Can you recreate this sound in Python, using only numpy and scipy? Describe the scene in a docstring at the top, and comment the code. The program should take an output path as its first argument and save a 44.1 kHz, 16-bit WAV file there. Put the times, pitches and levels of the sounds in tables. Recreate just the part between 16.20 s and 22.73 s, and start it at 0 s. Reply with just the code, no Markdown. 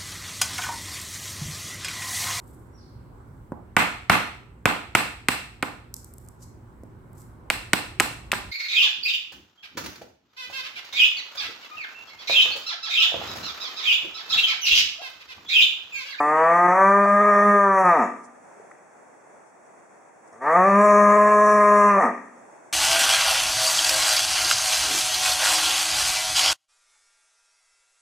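"""Two lows of a cow in an open farmyard at dusk, over a far traffic murmur, recorder hiss and a thin whine.
From 0 to 1.9 s the first moo glides up, holds and breaks off downward: partials of the vocal-fold pulse
shaped by throat resonances, with breath in the treble. Near 2.4 s hooves knock as decaying resonances;
short noise rustles fall between the calls. From 4.1 to 5.9 s the second moo opens with a faint hum and
follows the same course. Feedback loops return calls and knocks as echoes from walls and sheds."""
import sys
import numpy as np
from scipy import signal
from scipy.fft import rfft, irfft, next_fast_len
from scipy.io import wavfile
from scipy.ndimage import uniform_filter1d

SR = 44100
rng = np.random.default_rng(int(sys.argv[2]) if len(sys.argv) > 2 else 0)


def dump_mix(stems):
    """Bounce the given channels to the path in sys.argv[1] as a 16-bit WAV at rate SR."""
    frames = np.atleast_2d(stems).T  # one column per channel
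    limited = np.clip(frames, -1, 1)  # hard clip at full scale
    pcm = np.round(limited * 32767).astype(np.int16)
    wavfile.write(sys.argv[1], SR, pcm)


N = 287840
TIME = np.arange(N) / SR

# spectrum of distant murmur below 3 kHz and hiss above: (frequency [Hz], relative density [dB per Hz])
AIR_SPECTRUM = [(30, -31), (70, -19.5), (150, -8), (350, -1), (520, 0.5), (720, 3.5), (950, -0.5),
                (1250, -5), (1800, -7), (2800, -14.5), (4500, -22.5), (6500, -18.5), (10000, -21.5),
                (13000, -27), (15500, -35)]
# course of murmur and hiss: (time [s], level [dB])
AIR_LEVEL = [(0, -38), (2.3, -49.5), (4.1, -50.5), (6.0, -48), (6.53, -48.5)]
# steady tones of the recorder electronics: (frequency [Hz], rms level [dB])
WHINE_TONES = [(6788, -87), (7800, -80), (7827, -81), (7849, -88), (15622, -100)]
# brief treble rustles: (time [s], standard deviation of the bell [s], rms level at its top [dB])
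RUSTLE_EVENTS = [(2.05, .014, -53), (2.515, .005, -60), (3.28, .02, -65), (3.47, .012, -67),
                 (4.08, .006, -59)]
# hooves and small knocks: (time [s], level before decay and soft start [dB], ring [Hz], t60 [s])
KNOCK_EVENTS = [(2.398, -28, 450, 0.022), (2.4485, -38, 764, .02), (2.512, -32.5, 1280, 0.014),
                (2.5157, -27.5, 1950, 0.0064)]
# echoes of the yard: (frequency [Hz], t60 [s], gain [dB])
YARD_BANDS = [(100, 0.29, -26), (247, 0.83, -17), (603, 0.37, -13.5), (1318, 0.65, -20.5), (2700, 0.45, -4),
              (6000, 0.68, -17), (16000, .1, -17.5)]
# band stops of the recorder: (centre [Hz], width [Hz])
BAND_STOPS = [(3000, 1300), (4000, 1940), (5000, 670), (12000, 2100), (12400, 3000), (13500, 5800)]
# course of each moo: (time [s], pitch [Hz], ring level near 1.2 kHz [dB], chest partials [dB re ring],
# treble [dB re ring], lip resonance [Hz])
MOO_COURSES = [
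    [(0.0, 147, -14, -2, -32, 6450), (0.02, 145.9, -21, -6, -44, 6700),
     (0.306, 168.1, -17.5, -0.5, -40, 6400), (0.348, 173.3, -17.5, -5.5, -39, 5970),
     (0.522, 180.2, -15.5, -3, -34.5, 5850), (0.582, 190.4, -16.5, -1.5, -33, 5870),
     (0.65, 194.2, -13.5, -7, -36.5, 6760), (0.746, 200.2, -16.5, -5.5, -39.5, 6580),
     (1.058, 206, -18, -3.5, -32.5, 6140), (1.364, 203.4, -16, -5.5, -34, 6230),
     (1.518, 193.7, -18, -7, -38.5, 6010), (1.614, 189, -18.5, -0.5, -27, 6060),
     (1.692, 175.1, -13, -10, -36, 6250), (1.734, 168, -18.5, -0.5, -35, 6100),
     (1.782, 141.9, -19.5, -2, -32.5, 6400), (1.84, 101.5, -23, -1, -27.5, 6670),
     (1.9, 84.4, -43, -3, -22, 6510)],
    [(4.12, 92.9, -70.5, 7, -6, 6420), (4.214, 128.4, -32.5, -3.5, -27.5, 6900),
     (4.284, 153.4, -19.5, -6, -36, 6540), (4.33, 167, -20, 0.5, -29.5, 6140),
     (4.364, 176.2, -16, -2, -35.5, 6040), (4.474, 196.2, -18, -1.5, -32, 6540),
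     (4.536, 199.7, -17, -6.5, -33.5, 6900), (4.64, 208.2, -17, 1, -26.5, 6690),
     (4.816, 205.7, -16, -1.5, -28, 6610), (5.106, 209, -16.5, -3, -29.5, 6806),
     (5.232, 209.4, -16.5, -2, -26.5, 5980), (5.668, 205.1, -15.5, -5.5, -27.5, 6120),
     (5.744, 198.8, -18.5, -10, -32, 6060), (5.788, 193.5, -14.5, 0, -35, 6100),
     (5.808, 175.8, -17.5, -0.5, -24.5, 6270), (5.864, 117.1, -21.5, -6, -29, 6320),
     (5.92, 90.46, -35.5, 2, -29, 6290)],
]
# resonances with the mouth wide, one set a moo, widths before the skirt shaping in throat_gain:
# (centre [Hz], nominal width [Hz], gain [dB])
WIDE_MOUTHS = [
    [(537, 23, 3.5), (666, 58, 7), (976, 94, 6.5), (1221, 37.5, 16.5), (1585, 29, 5), (1785, 64, 5),
     (2386, 80, -12), (2500, 100, -55), (3480, 740, -45), (4650, 300, -43.5)],
    [(438, 210, -7), (671, 110, 0.5), (1051.3, 46, 9), (1205.4, 49.3, 7.5), (1709, 60, 1), (1978, 157, -11),
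     (2360, 98, -11), (2830, 260, -27), (3720, 220, -30.5), (4650, 530, -45.5)],
]
# resonances with the mouth half open, at low pitch: (centre [Hz], nominal width [Hz], gain [dB])
HALF_OPEN_MOUTH = [(417, 270, -9.5), (708.5, 58, 1.5), (891, 93, -1.5), (1204, 48, 6.5), (1583, 65, -5.5),
                   (1857, 112, -2.5), (2340, 393, -20), (3830, 150, -45)]
# treble of buzz and breath: (frequency [Hz], relative density [dB per Hz])
BREATH_SPECTRUM = [(2500, -6.5), (3600, -22), (4600, -20.5), (5700, -2.5), (6900, -5.5), (8000, -10.5),
                   (9200, -7), (11000, -10.5), (13000, -28.5), (15500, -25)]
# moments when the voice catches; a negative drop is a rise:
# (time [s], standard deviation of the bell [s], added roughness [0-1], drop [dB])
VOICE_CATCHES = [(0.325, 0.022, .06, -0.5), (0.476, 0.0051, 0.17, 4.5), (0.545, 0.029, .25, 3),
                 (0.863, 0.0096, 0.39, 2.5), (1.114, 0.11, 0.17, -1), (1.633, 0.0096, .15, 4),
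                 (4.995, 0.2, 0.05, 0), (5.801, 0.019, .12, 4.5)]
# character of each moo: (steady roughness [0-1], upper partials [dB re ring],
# first partial offset [dB], second partial offset [dB])
MOO_CHARACTERS = [(.04, -10, 0, 1), (0.11, -11.5, 2.5, 2)]
# strength of the lowest partials against pitch:
# (pitch [Hz], first partial [dB re ring], second partial [dB re ring])
LOW_PARTIAL_LEVELS = [(88, -32, -17), (129.6, -36, -5), (157, -27.5, -18), (164.6, -26, -24),
                      (181.2, -18.5, -14), (205.9, -10, -12.5), (212.2, -20, -11)]

AIR_LIKENESS = 0.25  # share of noise power common to both microphones
BASS_CUT_HZ, CUTOFF_HZ = 90, 15760
COW_LEFT_DB, HISS_LEFT_DB = 1, 2.5  # left above right: whole call, and further its treble
BUZZ_SHARE = .6  # share of treble power that follows the pitch as partials
LIPS_HALF_WIDTH_HZ, LIPS_DB = 56, 7.5  # boost in dB halves at this distance from the centre
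OPEN_FROM_HZ, OPEN_AT_HZ = 177, 201.6  # pitches between which the mouth opens wide
ROUGH_PER_GLIDE = .035  # added roughness per octave a second
SECOND_DB_PER_RISE, UPPER_DB_PER_GLIDE = -2, 0.7  # dB per octave a second
LOW_WAVER_DB = 2.0  # rms waver of the two lowest partials
SWELL_S, SWELL_LENGTH_S, SWELL_DB = 4.57, 0.13, 5  # first partial of the second moo
HUM_FROM_S, HUM_TO_S, OPENING_S = 4.1, 4.222, .022  # closed lips, and the time they take to part
HUM_DB, HUM_LOW_DB = -54, 14  # ring level of the hum; boost of its two lowest partials
LEFT_RIGHT = np.array([[.5], [-.5]])


def from_db(db):
    """Amplitude gain is a power of ten of level over 20 dB."""
    return 10 ** (np.asarray(db) / 20)


def rms_one(x):
    """Normalisation divides a signal by its root mean square."""
    return x / np.sqrt(np.mean(x ** 2) + 1e-20)


def at_hz(points, hz, column=1):
    """Interpolation on a logarithmic frequency axis reads a table column."""
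    points = np.array(points)
    return np.interp(np.log(hz + 1), np.log(points[:, 0]), points[:, column])


def drift(rate_hz, size):
    """Two equal poles smooth white noise into a slow random course of rms 1."""
    r = np.exp(-2 * np.pi * rate_hz / SR)
    noise = rng.standard_normal(size + SR)
    return rms_one(signal.lfilter([1], [1, -2 * r, r * r], noise)[SR:])  # filter settles first


def running_rms(x):
    """A moving mean of power over 34 ms, a few pitch cycles, gives the level."""
    return np.sqrt(uniform_filter1d(x ** 2, size=1500) + 1e-12)


def coloured(spectrum, channels):
    """Spectral weighting of white noise gives coloured noise of rms 1."""
    size = next_fast_len(N)
    gain = from_db(at_hz(spectrum, np.fft.rfftfreq(size, 1 / SR)))
    white = rng.standard_normal((channels, size))
    return rms_one(irfft(rfft(white) * gain, size)[:, :N])


def above(hz, edge_hz):
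    """A linear crossover 100 Hz wide steps from 0 to 1 at an edge."""
    return np.clip((hz - edge_hz) / 100 + .5, 0, 1)


def bump(t, s, length):
    """A Gaussian bell marks a brief moment."""
    return np.exp(-.5 * ((t - s) / length) ** 2)


def air():
    """Partly correlated noise makes a wavering distant murmur and hiss; steady sines add whine."""
    noise = coloured(AIR_SPECTRUM, channels=3)
    murmur = np.sqrt(AIR_LIKENESS) * noise[0] + np.sqrt(1 - AIR_LIKENESS) * noise[1:]
    level_db = np.interp(TIME, *np.transpose(AIR_LEVEL)) + drift(3.8, size=N)
    whine = sum(from_db(db) * np.sqrt(2) * np.sin(2 * np.pi * hz * TIME) for hz, db in WHINE_TONES)
    return from_db(level_db) * murmur + whine


def rustles():
    """Bell-shaped envelopes gate bright noise into short puffs."""
    swell = sum(from_db(db) * bump(TIME, s, length) for s, length, db in RUSTLE_EVENTS)
    return swell * coloured([(2000, -30), (5000, 17), (10000, 15), (16000, -34)], channels=2)


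def yard(x):
    """Recirculating delays, two dozen a side, echo as between buildings; each band has its own decay."""
    size = next_fast_len(N + SR)
    hz = np.fft.rfftfreq(size, 1 / SR)
    t60 = at_hz(YARD_BANDS, hz)
    echoes = np.zeros((2, len(hz)), complex)
    for k, lag in enumerate(rng.uniform(.025, .13, 48)):
        loop = from_db(-60 * lag / t60) * np.exp(-2j * np.pi * hz * lag)
        echoes[k % 2] += (-1) ** (k // 2) * loop / (1 - loop)
    apart = hz / np.hypot(hz, 900)  # long waves reach both microphones alike
    echoes = echoes.mean(axis=0) + 0.28 * apart * (echoes - echoes[::-1])
    gain = from_db(at_hz(YARD_BANDS, hz, column=2))
    return irfft(rfft(x, size) * echoes * gain, size)[:, :N]


def knocks():
    """A damped resonance, with a soft start, sounds each hoof or small knock."""
    out = np.zeros(N)
    for s, db, hz, t60 in KNOCK_EVENTS:
        age = np.clip(TIME - s, 0, None)
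        onset = 1 - np.exp(-1.5 * hz * age)
        out += from_db(db - 60 * age / t60) * np.sin(2 * np.pi * hz * age) * onset
    return out


def throat_gain(modes, hz):
    """Parallel resonances of alternating sign and steep skirts leave deep valleys between peaks."""
    total = 0
    for k, (centre_hz, width_hz, db) in enumerate(modes):
        detuning = (hz - centre_hz ** 2 / hz) / width_hz
        total = total + (-1) ** k * from_db(db) / (1 + .7j * detuning) ** 1.267
    return total


def voiced_bands(t, hz, phase, wide, modes):
    """Source-filter principle: the mouth shapes harmonics, which are summed as chest, middle and upper."""
    chest, middle, upper = np.zeros((3, len(t)))
    coarse, coarse_hz, coarse_wide = t[::64], hz[::64], wide[::64]
    for k in range(3, 36):
        shape = coarse_wide * throat_gain(modes, k * coarse_hz)
        shape = shape + (1 - coarse_wide) * throat_gain(HALF_OPEN_MOUTH, k * coarse_hz)
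        # each partial wavers at 12 Hz on its own (one point in 64), high ones more
        shape *= from_db(0.28 * k * drift(64 * 12, size=len(shape)))
        gain = np.interp(t, coarse, shape.real) + 1j * np.interp(t, coarse, shape.imag)
        # a quadratic phase smears the pulse
        partial = np.real(gain * np.exp(1j * (k * phase + .28 * k * k)))
        chest += partial * (1 - above(k * hz, 790))
        middle += partial * (above(k * hz, 834) - above(k * hz, 1500))
        upper += partial * (above(k * hz, 1500) - above(k * hz, 4900))
    return chest, middle, upper


def rasp(puff, wide, modes):
    """Pulsed turbulence at the folds excites the same mouth resonances with noise."""
    size = next_fast_len(len(puff))
    hz = np.fft.rfftfreq(size, 1 / SR) + 1
    puffs = rfft(puff * rng.standard_normal(len(puff)), size)
    puffs = puffs * (hz / 1000) ** 0.36 / (1 + (220 / hz) ** 4) / (1 + (hz / 3600) ** 6)
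    total = 0
    for part, shape in [(wide, modes), (1 - wide, HALF_OPEN_MOUTH)]:
        total = total + part * rms_one(irfft(puffs * throat_gain(shape, hz), size)[:len(puff)])
    return total


def lips(x, t, centre_hz):
    """A moving resonance boosts the treble while the time-frequency bands flicker a little."""
    hz, s, frames = signal.stft(x, SR, nperseg=512)
    off = (hz[:, None] - np.interp(s + t[0], t, centre_hz)) / LIPS_HALF_WIDTH_HZ
    flicker = uniform_filter1d(rng.standard_normal(off.shape), size=7, axis=0)
    flicker = uniform_filter1d(flicker, size=14, axis=1)
    gain_db = LIPS_DB / (1 + off ** 2) + 2.7 * rms_one(flicker)
    return signal.istft(frames * from_db(gain_db), SR)[1][:, :len(t)]


def treble(t, span, hz, phase, puff, lips_hz):
    """High harmonics buzz beside air noise modulated once a pitch cycle; the lips filter both."""
    buzz = np.zeros(len(t))
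    for k, start in enumerate(rng.uniform(-2.0, 2.1, 60), 20):
        gain = np.interp(t, t[::64], from_db(at_hz(BREATH_SPECTRUM, k * hz[::64])))
        buzz += gain * above(k * hz, 4000) * np.cos(k * phase + start)
    noise = coloured(BREATH_SPECTRUM, channels=3)[:, span]
    breath = rms_one(.4 + puff) * (noise[0] + .8 * noise[1:])
    mix = np.sqrt(BUZZ_SHARE) * buzz / running_rms(buzz) + np.sqrt(1 - BUZZ_SHARE) * breath
    return lips(mix, t, lips_hz)


def moo(rows, modes, character):
    """Self-oscillating folds give harmonics of the pitch; uneven beats and pulsed air roughen them."""
    s, *columns = np.transpose(rows)
    span = slice(round(s[0] * SR), round(s[-1] * SR))
    t = TIME[span]
    hz, voice_db, chest_db, treble_db, lips_hz = [np.interp(t, s, c) for c in columns]
    steady, upper_db, *low_db = character

    closed = (t > HUM_FROM_S) * np.clip((HUM_TO_S - t) / OPENING_S, 0, 1)
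    voice_db = voice_db + (HUM_DB - voice_db) * closed
    glide = uniform_filter1d(np.gradient(np.log2(hz)) * SR, size=2000)  # octaves a second
    rough = steady + ROUGH_PER_GLIDE * np.abs(glide)
    for when, length, more, drop_db in VOICE_CATCHES:
        rough = rough + more * bump(t, when, length)
        voice_db = voice_db - drop_db * bump(t, when, length)
    rough = np.clip(rough, 0, 1)

    # the two lowest partials have levels of their own
    first_db, second_db = [
        voice_db + low_db[c - 1] + HUM_LOW_DB * closed + at_hz(LOW_PARTIAL_LEVELS, hz, column=c)
        + LOW_WAVER_DB * drift(8, size=len(t)) for c in (1, 2)]
    first_db += SWELL_DB * bump(t, SWELL_S, SWELL_LENGTH_S)
    second_db += SECOND_DB_PER_RISE * np.maximum(glide, 0)

    wide = np.clip((hz - OPEN_FROM_HZ) / (OPEN_AT_HZ - OPEN_FROM_HZ), 0, 1)
    uneven_hz = hz * (1 + .04 * rough * drift(60, size=len(t)))
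    phase = 2 * np.pi * np.cumsum(uneven_hz) / SR
    puff = (1 + np.cos(phase)) ** 0.44  # the folds open once a cycle

    bands = voiced_bands(t, hz, phase, wide, modes)
    levels_db = chest_db, 0, upper_db + UPPER_DB_PER_GLIDE * glide
    tone = sum(from_db(db) * band / running_rms(band) for db, band in zip(levels_db, bands))
    tone = tone * from_db(3 * rough * drift(60, size=len(t)))
    voice = from_db(voice_db) * (tone + 1.7 * rough * rasp(puff, wide, modes))
    low = from_db(first_db) * np.cos(phase) + from_db(second_db) * np.cos(2 * phase + 0.5)
    voice += np.sqrt(2) * low

    hiss_db = voice_db + treble_db + 0.23 * drift(20, size=len(t)) + HISS_LEFT_DB * LEFT_RIGHT
    hiss = treble(t, span, hz, phase, puff, lips_hz) * from_db(hiss_db)
    fade = np.clip(np.minimum(t - t[0], t[-1] - t) / 0.0078, 0, 1)
    out = np.zeros((2, N))
    out[:, span] = (hiss + voice) * from_db(COW_LEFT_DB * LEFT_RIGHT) * fade
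    return out


def scene():
    """Superposition adds calls and knocks, their echoes, rustles and the evening air."""
    near = sum(map(moo, MOO_COURSES, WIDE_MOUTHS, MOO_CHARACTERS)) + knocks()
    return near + yard(near) + rustles() + air()


def record(dry):
    """Linear filtering in the recorder thins the bass, notches several bands and cuts the top."""
    out = signal.sosfilt(signal.butter(2, BASS_CUT_HZ, "high", fs=SR, output="sos"), dry)
    for hz, width_hz in BAND_STOPS:
        out = signal.lfilter(*signal.iirnotch(hz, hz / width_hz, SR), out)
    return signal.sosfilt(signal.ellip(12, .5, 60, CUTOFF_HZ, fs=SR, output="sos"), out)


dry = scene()
out = record(dry)
dump_mix(out)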